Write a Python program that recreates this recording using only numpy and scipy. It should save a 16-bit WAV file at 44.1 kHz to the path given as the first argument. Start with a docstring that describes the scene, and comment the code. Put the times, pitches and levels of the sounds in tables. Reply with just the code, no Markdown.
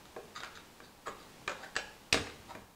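"""A hand slides a hollow plastic toy brick off a hard table; it knocks and scrapes, and loose pieces tick.
After about a second it lands on other bricks, chatters over their studs and is rubbed into place.
The first studs catch with a snap, then a louder snap seats the brick and thumps the table.
A few faint knocks and a last scrape follow. All along, the small room echoes each sound
and a sleeve rustles over the quiet room noise."""
import sys
import numpy as np
from scipy import signal
from scipy.fft import rfft, irfft
from scipy.io import wavfile

SR = 44100
rng = np.random.default_rng(int(sys.argv[2]) if len(sys.argv) > 2 else 0)


def to_wav(s):
    """Save 16-bit WAV."""
    ch = np.atleast_2d(s).T  # columns
    pcm = np.round(np.clip(ch, -1, 1) * 32767)  # PCM
    wavfile.write(sys.argv[1], SR, pcm.astype(np.int16))


N = 121275
T = np.arange(N) / SR

# Table levels are relative. 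A "t60" is the time in seconds that a sound takes to fade by 60 dB.
# The clicks of the final snap: t/s, level/dB, f/Hz above which the treble is softened
SNAPS = [(2.1256, -13, 11700), (2.128, -6.5, 9000), (2.1302, -15, 9100), (2.1432, -14, 11000)]
# The seated brick's ringing tones, then the tone colour of its clatter: f/Hz, level/dB
SEATED_TONES = [(2380, -26), (2480, -3.5), (3020, -13), (3800, -11), (4791, -9.5), (5647, -12)]
SEATED_CLATTER = [(100, -1), (700, -8.5), (2700, 2.5), (4200, -2), (8000, -7.5), (10000, -17), (15000, -38)]
def snaps():
    """The brick snaps home and hits bottom: the loudest, brightest clicks."""
    return strike(SNAPS, SEATED_TONES, SEATED_CLATTER, ring_t60=0.016, clatter_db=-6)


# The clicks of the first snap: t/s, level/dB, treble limit f/Hz
CATCHES = [(1.755, -27, 6000), (1.7642, -12.5, 8600), (1.769, -22.5, 9000)]
# The half-seated brick's tones, then the colour of its clatter: f/Hz, level/dB
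CAUGHT_TONES = [(1324, -50), (1674, -2.5), (1880, -14), (2724, -10), (4716, -9), (7700, -11.5)]
CAUGHT_CLATTER = [(100, -1.5), (700, 5), (2300, 0.5), (4500, 1.5), (8000, -7.5), (11000, -67)]
def catches():
    """The first studs catch and jolt the brick into ringing."""
    return strike(CATCHES, CAUGHT_TONES, CAUGHT_CLATTER, ring_t60=0.018, clatter_db=-8.5)


# Knocks of the held brick: t/s, level/dB, treble limit f/Hz
KNOCKS = [(.1635, -26, 780), (.8025, -30.5, 870), (1.4775, -20, 5000), (1.4792, -23.5, 6700),
          (1.4945, -23.5, 6950), (1.517, -29.5, 4960), (2.1445, -15, 1580), (2.174, -19.5, 2500),
          (2.2705, -31.5, 2980), (2.551, -31, 2230)]
# Its tones, then the clatter colour it shares with landings and ticks: f/Hz, level/dB
HELD_TONES = [(1185, -7), (1590, -5.5), (1760, -8), (2400, -6.5), (3700, -28), (6800, -17), (7850, -19.5)]
BRICK_CLATTER = [(100, -35), (420, -1.5), (800, -7.5), (1200, 1.5), (2200, -4.5), (3200, -6.5), (5000, -11),
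                 (8000, -14), (14000, -73)]
def knocks():
    """The hollow brick rings as it bumps the table and the other bricks."""
    return strike(KNOCKS, HELD_TONES, BRICK_CLATTER, ring_t60=0.028, clatter_db=-3.5)


# Quick, dull bumps on the studs: t/s, level/dB, treble limit f/Hz
LANDINGS = [(1.0655, -36, 900), (1.0705, -27, 1500), (1.0802, -25, 1100), (1.0862, -26, 900)]
# The landing brick's tones: f/Hz, level/dB
LANDING_TONES = [(600, -21), (1200, -2.5), (1690, -3), (6780, -7), (7750, -3)]
def landings():
    """The brick lands on the others and chatters over their studs."""
    return strike(LANDINGS, LANDING_TONES, BRICK_CLATTER, ring_t60=0.028, clatter_db=-3.5)


# Blows that reach the table: t/s, thump level/dB, ring level/dB
THUDS = [(.164, -68, -36), (1.069, -77, -37), (1.48, -55, -37), (1.765, -44, -43), (2.127, -40.5, -43),
         (2.144, -24, -29.5), (2.552, -37.5, -48.5)]
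# The colour of the thump, then the tabletop's tones: f/Hz, level/dB
THUMP_COLOUR = [(45, -1), (80, -7), (120, -4), (420, 2), (4000, -31)]
TABLE_TONES = [(390, 4.5), (475, 1.5), (590, -2), (770, -3), (880, -11), (1090, -5)]
def thuds():
    """Struck through the bricks, the tabletop gives a dull thump and a short wooden ring."""
    out, ring = np.zeros(N), ringing(TABLE_TONES, t60=0.043)
    for start, thump_db, ring_db in THUDS:
        thump = burst(THUMP_COLOUR, t60=0.027)
        add(out, start, from_db(thump_db) * thump + from_db(ring_db) * ring)
    return out


# Light taps of loose pieces: t/s, level/dB, treble limit f/Hz
TICKS = [(.055, -44.5, 12000), (.379, -38, 7000), (.4045, -33.5, 7000), (.4345, -29, 3470),
         (.4465, -30, 2460), (.5735, -38.5, 4000), (2.2995, -38.5, 3000)]
# The tones of a loose or sliding brick: f/Hz, level/dB
LOOSE_TONES = [(1230, -3.5), (1500, 3), (1920, -2.5), (3750, 0.5), (4800, -4.5), (6250, -8.5), (7250, -11)]
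LOOSE_T60_S = 0.009
def ticks():
    """Loose pieces tap and ring very briefly."""
    return strike(TICKS, LOOSE_TONES, BRICK_CLATTER, ring_t60=LOOSE_T60_S, clatter_db=-1)


# Sliding strokes: start t/s, rise t/s, fall t/s, level/dB, treble limit f/Hz,
# squeak f/Hz, squeak level/dB relative to the stroke
SCRAPES = [(0.35, 0.013, 0.029, -37, 11000, 1233, -2), (0.421, 0.018, 0.015, -49.5, 2970, 1420, 13),
           (0.541, 0.017, 0.023, -45, 12000, 4900, -13), (.8, 0.054, 0.032, -58, 12100, 4540, -2.5),
           (1.054, 0.014, 0.04, -46.5, 4000, 1180, 10), (1.185, 0.0094, .06, -58, 12000, 4720, -4),
           (1.57, 0.077, 0.01, -48.5, 9200, 745, 0.5), (1.629, 0.012, 0.015, -54.5, 1800, 1640, 14),
           (2.478, 0.028, 0.024, -50.5, 9000, 882, 7.5)]
SLIPS_PER_S, SLIP_SPREAD_DB, SQUEAK_WIDTH_HZ = 1800, 1, 140
def scrapes():
    """Many tiny slips keep the sliding brick ringing; each stroke squeaks at its own pitch."""
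    slips = (rng.random(N) < SLIPS_PER_S / SR) * rng.choice([-1, 1], N)
    slips = slips * from_db(SLIP_SPREAD_DB * np.minimum(rng.exponential(1, N), 3))
    rub = rms_one(signal.fftconvolve(slips, ringing(LOOSE_TONES, LOOSE_T60_S))[:N])
    out = np.zeros(N)
    for start, rise, fall, db, treble_hz, squeak_hz, squeak_db in SCRAPES:
        resonance = signal.iirpeak(squeak_hz, squeak_hz / SQUEAK_WIDTH_HZ, fs=SR)
        squeak = rms_one(signal.lfilter(*resonance, slips))
        stroke = np.interp(T, [start, start + rise, start + rise + fall], [0, 1, 0])
        out += from_db(db) * stroke * (soften(rub, treble_hz) + from_db(squeak_db) * squeak)
    return out


# How long the echo lasts at each pitch: f/Hz, t60/s
ECHO_T60 = [(100, 0.63), (300, 0.6), (800, 0.49), (2000, 0.5032), (8000, 0.5)]
# The strength of the echo's bands: f/Hz, level/dB
ECHO_COLOUR = [(100, 7), (1000, 2), (12000, -4)]
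TAIL_DB, EARLY_DB, EARLY_T60_S, WALL_DELAY_S = -6.5, -4, 0.13, 0.0047
def room_echo(x, size=32768):
    """Sound bounces off the table and walls, then blurs into a tail that dies band by band."""
    white, tail = rng.standard_normal((2, size)), 0
    edges_hz = np.geomspace(50, 16000, 13)
    for k, (low, high) in enumerate(zip(edges_hz, edges_hz[1:])):
        band = signal.sosfilt(signal.butter(2, [low, high], "band", fs=SR, output="sos"), white[k % 2])
        hz = np.sqrt(low * high)
        tail = tail + band * from_db(at_hz(ECHO_COLOUR, hz)) * fade(at_hz(ECHO_T60, hz), size)
    early = rng.standard_normal(size) * (rng.random(size) < .03) * fade(EARLY_T60_S, size)
    arrival = np.clip(T[:size] / WALL_DELAY_S - .5, 0, 1)
    response = from_db(TAIL_DB) * rms_one(tail * arrival) + from_db(EARLY_DB) * rms_one(early * arrival)
    return signal.fftconvolve(x, response / np.sqrt(size))[:N]


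# How the rustle swells and sinks: t/s, level/dB
RUSTLE_LEVELS = [(0, -58), (.28, -58), (.55, -57), (.98, -61.5), (1.22, -56), (1.95, -58), (2.1, -59),
                 (2.5, -56), (2.75, -67.5)]
# Its colour: f/Hz, level/dB
RUSTLE_COLOUR = [(100, 7.5), (400, 5.5), (1300, -3), (2500, -3), (4500, -7), (8000, -11.5), (15000, -24)]
def sleeve_rustle():
    """Sleeve and hand make a soft rushing noise as the arm moves."""
    level_db = np.interp(T, *np.transpose(RUSTLE_LEVELS))
    return from_db(level_db) * noise(RUSTLE_COLOUR)


# The colour of the quiet room: f/Hz, level/dB
ROOM_NOISE_COLOUR = [(15, -36), (25, 2), (79, -16.5), (200, 1.5), (500, -13.5), (919, -2.5), (2170, -21),
                     (3830, -18), (6000, -20.5), (15000, -22)]
def room_noise():
    """A faint, steady rumble and hiss."""
    return from_db(-61.5) * noise(ROOM_NOISE_COLOUR)


CLATTER_T60_S, RING_SHARE_IN_ROOM = 0.019, 1 / 2
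def strike(hits, tones, clatter_colour, ring_t60, clatter_db):
    """Each hit makes a brick ring and clatter; returns the direct sound and the sound sent to the room."""
    direct, to_room, ring = np.zeros(N), np.zeros(N), ringing(tones, ring_t60)
    for start, db, treble_hz in hits:
        # The ring is beamed at the listener, so the room gets only part of it.
        for out, share in ((direct, 1), (to_room, RING_SHARE_IN_ROOM)):
            clatter = from_db(clatter_db) * burst(clatter_colour, CLATTER_T60_S)
            add(out, start, from_db(db) * soften(share * ring + clatter, treble_hz))
    return np.array([direct, to_room])


def ringing(tones, t60, size=8192):
    """A struck body rings with a few fading tones and gives off little below the lowest."""
    waves = sum((-1) ** k * from_db(db) * np.sin(2 * np.pi * hz * T[:size])
                for k, (hz, db) in enumerate(tones))
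    bass_cut = signal.butter(2, tones[0][0] / 2, "high", fs=SR, output="sos")
    return signal.sosfilt(bass_cut, waves * fade(t60, size))


def burst(colour, t60, size=8192):
    """Many close tones die away together, like a puff of noise."""
    return np.tile(noise(colour, size // 4), 4) * fade(t60, size)


def noise(colour, size=N):
    """Steady noise with the given tone colour and an average strength (rms) of 1."""
    white = irfft(np.exp(2j * np.pi * rng.random(size // 2 + 1)), size)
    gains = from_db(at_hz(colour, np.fft.rfftfreq(size, 1 / SR)))
    return rms_one(irfft(rfft(white) * gains, size))


def soften(x, hz):
    """A softer contact loses treble."""
    return signal.sosfilt(signal.butter(1, hz, fs=SR, output="sos"), x)


def fade(t60, size):
    """Die away by 60 dB every t60 seconds."""
    return np.exp(-np.log(1000) * T[:size] / t60)


def add(out, start, x):
    """Mix a sound in at a start time in seconds."""
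    i = int(start * SR)
    out[i:i + len(x)] += x[:max(N - i, 0)]


def at_hz(table, hz):
    """Read between a table's rows, with octaves evenly spaced."""
    freqs, values = np.transpose(table)
    return np.interp(np.log(np.maximum(hz, 1)), np.log(freqs), values)


def from_db(db):
    """Turn decibels into a multiplier."""
    return 10 ** (np.asarray(db) / 20)


def rms_one(x):
    """Scale to an average strength (rms) of 1."""
    return x / np.sqrt(np.mean(x ** 2) + 1e-20)


DISTANCE_DB = -4.5  # loss on the way to the listener
def scene():
    """The bricks, the table and their echo over the background, in one channel."""
    hits = knocks() + ticks() + landings() + catches() + snaps()
    direct, to_room = hits + thuds() + scrapes()
    bricks = from_db(DISTANCE_DB) * (direct + room_echo(to_room))
    return (bricks + room_noise() + sleeve_rustle())[None]


CUTOFF_HZ = 15700
def record(dry):
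    """A steep filter removes the very highest treble."""
    return signal.sosfilt(signal.ellip(12, .1, 70, CUTOFF_HZ, fs=SR, output="sos"), dry)


dry = scene()
out = record(dry)
to_wav(out)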